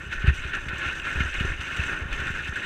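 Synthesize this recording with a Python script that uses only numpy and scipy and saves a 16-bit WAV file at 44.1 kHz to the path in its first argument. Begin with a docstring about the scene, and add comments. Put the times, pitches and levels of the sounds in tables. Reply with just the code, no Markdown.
"""On crusty snow, a fast sled is heard by a small microphone shut in a hard housing fixed to it.
Friction with the grains is a stream of tiny impacts that excites the resonances of hull and housing;
breaking crust and icy lumps excite the same resonances in bursts and ticks. Ridges jolt the springy
mount into damped oscillation and knock the hull, while turbulent air rumbles past the housing."""
import sys
import numpy as np
from scipy import signal
from scipy.fft import rfft, irfft
from scipy.io import wavfile
from scipy.ndimage import uniform_filter1d

SR = 44100
rng = np.random.default_rng(int(sys.argv[2]) if len(sys.argv) > 2 else 0)


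def persist_wave(psi):
    """Save psi, clipped to +-1, as 16-bit WAV."""
    counts = np.round(np.clip(psi, -1, 1) * 32767).astype(np.int16)
    wavfile.write(sys.argv[1], SR, np.atleast_2d(counts).T)


N = 116865

# Resonances of hull and housing in three registers, the highest heard as hiss.
# Each row: frequency in Hz, bandwidth of one filter stage in Hz, relative gain in dB.
LOW_MODES = [(1097, 37, -13), (1385, 104, -0.5), (1442, 145, 0), (1522.3, 82, 5), (1666, 156, 1),
             (1805, 122, 2)]
UPPER_MODES = [(2156, 233, -3.5), (2441, 70, -3), (2590, 262, -1), (2850, 270, -5.5), (2960, 270, -10),
               (3475, 640, -15), (3820, 350, -20)]
HISS_MODES = [(4660, 2300, -4), (6126, 1010, 3), (7420, 1050, -2), (8070, 990, -6.5), (9900, 650, -18),
              (11400, 1000, -17.5), (12900, 1200, -21), (13700, 900, -23), (15000, 500, -36)]


def amp(db):
    """Amplitude ratio of a level in decibels."""
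    return 10 ** (np.asarray(db) / 20)


def unit_rms(x):
    """Normalisation to an rms of 1."""
    return x / np.sqrt(np.mean(x ** 2) + 1e-20)


def envelopes(rows):
    """Linear interpolation of each column over the times in the first."""
    times, *columns = np.transpose(rows)
    return [np.interp(np.arange(N) / SR, times, column) for column in columns]


def drift(corner_hz):
    """Random modulation: low-passed noise with an rms near 1."""
    step, settle = 20, 2000
    pole = np.exp(-2 * np.pi * corner_hz * step / SR)
    noise = rng.standard_normal(N // step + settle + 2)
    slow = signal.lfilter([1], [1, -2 * pole, pole * pole], noise)[settle:]
    return np.interp(np.arange(N) / step, np.arange(len(slow)), unit_rms(slow))


def coloured(x, spectrum):
    """Spectral shaping by a curve of (Hz, dB) points; rms 1."""
    hz, db = np.transpose(spectrum)
    bin_hz = np.arange(N // 2 + 1) * SR / N + 1
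    gain = amp(np.interp(np.log(bin_hz), np.log(hz), db, left=-90, right=-90))
    return unit_rms(irfft(rfft(x) * gain, N))


def impacts(per_s, spread_db):
    """Shot noise: independent impulses of random size and sign; rms 1."""
    sizes = amp(spread_db * np.minimum(rng.exponential(1, N), 5))
    signs = rng.choice([-1, 1], N)
    return unit_rms(sizes * signs * (rng.random(N) < per_s / SR))


def resonate(drives, modes):
    """Modal superposition: two drives feed alternate resonances, each wavering in level; rms 1."""
    total = 0
    for k, (hz, width_hz, db) in enumerate(modes):
        r = np.exp(-np.pi * width_hz / SR)
        stage = [(1 - r * r) / 2, 0, (r * r - 1) / 2, 1, -2 * r * np.cos(2 * np.pi * hz / SR), r * r]
        gain = amp(db + 2 * drift(corner_hz=36.4))
        total = total + gain * signal.sosfilt([stage, stage], drives[k % 2])
    return unit_rms(total)


def scrape():
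    """Sliding friction: grain impacts force the hull to ring and drone, louder under greater load."""
    # Load on the snow. Each row: time in seconds, level of the low modes in dB,
    # levels of the upper modes and of the hiss in dB relative to it.
    slide = [(0.0, -39, -6.5, -19), (0.1, -45, -1, -17), (0.13, -29.5, -1.5, -19), (0.15, -37, -2.5, -15.5),
             (0.18, -36, -6.5, -25), (0.22, -38, -2, -15.5), (0.24, -33, -9, -29), (0.29, -29, 0.5, -27),
             (0.29, -23.5, -11, -29), (0.32, -40, -3.5, -24), (0.35, -38, 0, -11), (0.47, -36, -1.5, -21),
             (0.49, -36.5, -5.5, -14.5), (0.52, -38.5, 0.5, -23), (0.54, -31.5, -6.5, -25),
             (0.58, -31, -7, -26), (0.6, -43, 2, -13.5), (0.66, -41, -4.5, -16), (0.69, -41.5, -7, -34),
             (0.71, -31, -8.5, -31), (0.77, -35.5, -3.5, -20), (0.84, -29, -5, -27.5),
             (0.87, -33, 0, -14.5), (0.88, -29.5, -2.5, -23), (0.94, -36.5, -3, -17), (1.0, -37, -4, -15.5),
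             (1.03, -42, 0.5, -18), (1.07, -29.5, -3, -21), (1.14, -34, -2.5, -17), (1.2, -30, -6, -22.5),
             (1.26, -32.5, -5, -20.5), (1.31, -38, 2, -13.5), (1.35, -32, -1.5, -28),
             (1.37, -37.5, 0.5, -14), (1.42, -34, -2.5, -18), (1.52, -32.5, -4, -19.5), (1.56, -43, 1, -17),
             (1.62, -35, -3, -20), (1.64, -37.5, 1, -15.5), (1.8, -32.5, -3.5, -19.5), (1.83, -31, -2, -18),
             (1.87, -34, -1.5, -14.5), (1.89, -26.5, -9.5, -23), (1.95, -33.5, -4, -19.5),
             (2.05, -37.5, -7, -23.5), (2.1, -41.5, -2, -19), (2.12, -34.5, 1, -20),
             (2.17, -37.5, -2, -15.5), (2.21, -30.5, -3, -23), (2.235, -34, -4, -20.5),
             (2.28, -28, -8, -23), (2.33, -38.5, -3, -20), (2.365, -30, -7.5, -22.5),
             (2.42, -33, -5.5, -21.5), (2.45, -42.5, 5, -18), (2.48, -30.5, -3.5, -20),
             (2.51, -39.5, -5, -18), (2.53, -33, -10.5, -27), (2.55, -41, 1, -16), (2.57, -31, -7.5, -19.5),
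             (2.61, -35, -3.5, -22), (2.65, -30, -2.5, -21)]
    # The hull's dull drone. Each row: frequency in Hz, relative spectral level in dB.
    drone_spectrum = [(76, -48), (130, -3.5), (178, -9.5), (379, -6.5), (445, -13.5), (570, -11),
                      (675, -15.5), (872, -13), (1250, -8), (1620, -19.5), (2750, -120)]
    load_db, upper_db, hiss_db = uniform_filter1d(envelopes(slide), size=int(0.005 * SR))
    chatter = amp(0.59 * drift(corner_hz=44.5))
    grains = [chatter * impacts(per_s=5000, spread_db=2.5) for _ in range(2)]
    low = resonate(grains, LOW_MODES)
    upper = amp(upper_db) * resonate(grains, UPPER_MODES)
    grit = amp(-5.5) * impacts(per_s=150, spread_db=3)
    hiss = amp(hiss_db) * resonate(grains + grit, HISS_MODES)
    drone_db = -43 + 0.78 * (load_db - load_db.mean()) + 1.5 * drift(corner_hz=1.5)
    drone = amp(drone_db) * coloured(grains[0], drone_spectrum)
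    return amp(load_db) * (low + upper + hiss) + drone


def wind():
    """Turbulence: fluctuating pressure on the housing gives an uneven rumble over a faint steady hiss."""
    # Gusts. Each row: time in seconds, level in dB.
    gusts = [(0.0, -40), (0.11, -48.5), (0.21, -29), (0.36, -41), (1.04, -45), (1.09, -44), (1.28, -34.5),
             (1.3, -45), (1.47, -31.5), (1.66, -49.5), (1.93, -42.5), (1.96, -39.5), (2.04, -38.5),
             (2.54, -43), (2.65, -46.5)]
    # Spectra of the rumble and the hiss. Each row: frequency in Hz, relative spectral level in dB.
    rumble_spectrum = [(14, 10.5), (25, -1), (45, 3.5), (80, -28), (160, -29), (300, -37.5), (600, -31.5)]
    hiss_spectrum = [(4000, 5), (9000, 3), (12000, -4), (15000, -8), (16000, -14)]
    gust_db, = envelopes(gusts)
    buffeting = amp(gust_db + 3 * drift(corner_hz=9))
    rumble = buffeting * coloured(rng.standard_normal(N), rumble_spectrum)
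    return rumble + amp(-71) * coloured(rng.standard_normal(N), hiss_spectrum)


def jolts():
    """Base excitation: ridges push the mount, a damped mass on a spring, and the hull knocks."""
    # Each row: time of the push's peak in seconds, its level in dB, its direction as a sign,
    # its length in seconds, level of the knock in dB.
    ridges = [(0.067, -29, 1, 0.0082, -40.5), (0.244, -14, -1, 0.0063, -33), (0.271, -20, 1, 0.016, -56),
              (0.2818, -4, -1, 0.011, -30.5), (0.2927, -13, 1, 0.0091, -43), (0.306, -18, -1, 0.0079, -41),
              (0.452, -25, -1, 0.0098, -39), (0.666, -25.5, -1, 0.0057, -43),
              (0.733, -25.5, 1, 0.0055, -42), (0.865, -24.5, -1, 0.0088, -39),
              (1.1583, -22, 1, 0.0069, -44), (1.177, -14, -1, 0.024, -33.5), (1.207, -14, -1, 0.0053, -37),
              (1.255, -22.5, 1, 0.013, -51), (1.386, -37, -1, 0.013, -43), (1.4102, -15, -1, 0.005, -35.5),
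              (1.449, -18.5, 1, 0.007, -27.5), (1.495, -20.5, -1, 0.02, -65), (1.516, -23, -1, 0.011, -54),
              (1.595, -26, 1, 0.011, -64), (1.796, -16.5, -1, 0.0079, -41), (2.02, -21, -1, 0.015, -44),
              (2.057, -26.5, 1, 0.0061, -42), (2.196, -25, 1, 0.0095, -38.5),
              (2.224, -26.5, 1, 0.0075, -41), (2.305, -21, -1, 0.0067, -39), (2.441, -35.5, 1, 0.01, -44),
              (2.492, -22.5, -1, 0.0068, -50)]
    knock_hz, knock_t60_s = 387, 0.069
    mount_modes = [(66.8, 0.093, 0.5), (49, 0.2, 0.2)]  # frequency in Hz, damping ratio, share
    t, push, knock = np.arange(N) / SR, np.zeros(N), np.zeros(N)
    for peak_s, push_db, direction, length_s, knock_db in ridges:
        pulse = np.cos(np.pi * np.clip((t - peak_s) / length_s, -.5, .5)) ** 2.57
        push += np.sign(direction) * amp(push_db) * pulse
        age = np.maximum(t - peak_s, 0)
        knock += amp(knock_db - 60 * age / knock_t60_s) * np.sin(2 * np.pi * knock_hz * age)
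    lowpass = signal.butter(2, 140, fs=SR, output="sos")
    small_bumps = signal.sosfilt(lowpass, impacts(per_s=60, spread_db=0.52))
    push += amp(-46.5) * unit_rms(small_bumps)
    swing = 0
    for hz, damping, share in mount_modes:
        w = 2 * np.pi * hz
        oscillator = signal.bilinear([w * w], [1, 2 * damping * w, w * w], SR)
        swing = swing + share * signal.lfilter(*oscillator, push)
    highpass = signal.butter(1, 18, "high", fs=SR)
    return signal.lfilter(*highpass, push - swing) + knock


def crunches():
    """Brittle fracture: crust gives way in decaying noise bursts, a bright spray and a ringing bite."""
    # Each row: start in seconds, nominal peak level of the spray in dB, level of the bite in dB.
    fractures = [(0.1241, -44, -25.5), (0.218, -49, -26.5), (0.268, -30.5, -22.5), (0.3403, -32, -52),
                 (0.4923, -41, -44), (0.5316, -40, -25.5), (0.549, -31, -28), (0.6684, -39, -40),
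                 (0.6832, -30.5, -24.5), (0.781, -30, -37), (0.9273, -46, -42), (1.0495, -34, -28),
                 (1.2024, -30, -19.5), (1.338, -28, -26.5), (1.3975, -29, -18.5), (1.606, -29.5, -24.5),
                 (1.764, -27, -25.5), (2.126, -32.5, -32), (2.199, -33, -26), (2.302, -32, -29),
                 (2.3514, -36, -25.5), (2.4442, -32, -33), (2.5562, -29, -23.5)]
    rise_s, spray_t60_s, bite_t60_s = 0.003, 0.058, 0.082
    t, spray, bite = np.arange(N) / SR, np.zeros(N), np.zeros(N)
    for start_s, spray_db, bite_db in fractures:
        age = np.maximum(t - start_s, 0)
        rise = 1 - np.exp(-age / rise_s)
        spray += rise * amp(spray_db - 60 * age / spray_t60_s)
        bite += rise * amp(bite_db - 60 * age / bite_t60_s)
    noise = rng.standard_normal((2, N))
    highpass = signal.butter(1, 5000, "high", fs=SR, output="sos")
    bright = unit_rms(signal.sosfilt(highpass, resonate(noise, HISS_MODES)))
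    ringing = resonate(noise, LOW_MODES + UPPER_MODES)
    return spray * bright / 4 + bite * ringing  # noise peaks at about 4 times its rms


def ticks():
    """Impulse response: each icy lump strikes the hull once and leaves its modes ringing freely."""
    # Each row: start in seconds, nominal peak levels of the ring and of the hiss in dB.
    lumps = [(0.1258, -23, -49), (0.5343, -24, -44), (0.5496, -34, -31.5), (0.6684, -40, -40),
             (0.7824, -37, -33), (0.837, -24, -47), (0.9273, -37, -37.5), (0.9977, -25, -45),
             (1.052, -22, -44), (1.2, -24, -35), (1.6067, -33, -40), (1.771, -20.5, -43),
             (1.8364, -19.5, -49), (2.1292, -28, -31.5), (2.2703, -24, -36), (2.4444, -32, -42),
             (2.5571, -26, -42)]
    start_s, ring_db, hiss_db = np.transpose(lumps)
    total = 0
    for db, modes in [(ring_db, LOW_MODES + UPPER_MODES), (hiss_db, HISS_MODES)]:
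        hits = np.full(N, 1e-18)
        hits[(start_s * SR).astype(int)] = amp(db)
        ringing = resonate([hits, -hits], modes)
        total = total + ringing * hits.max() / np.abs(ringing).max()
    return total


def scene():
    """Superposition: all sources add at the one microphone."""
    return (scrape() + wind() + jolts() + crunches() + ticks())[None]


def record(dry):
    """Band limiting: a steep low-pass filter removes the treble above 15.3 kHz."""
    return signal.sosfilt(signal.ellip(12, .5, 85, 15300, fs=SR, output="sos"), dry)


dry = scene()
out = record(dry)
persist_wave(out)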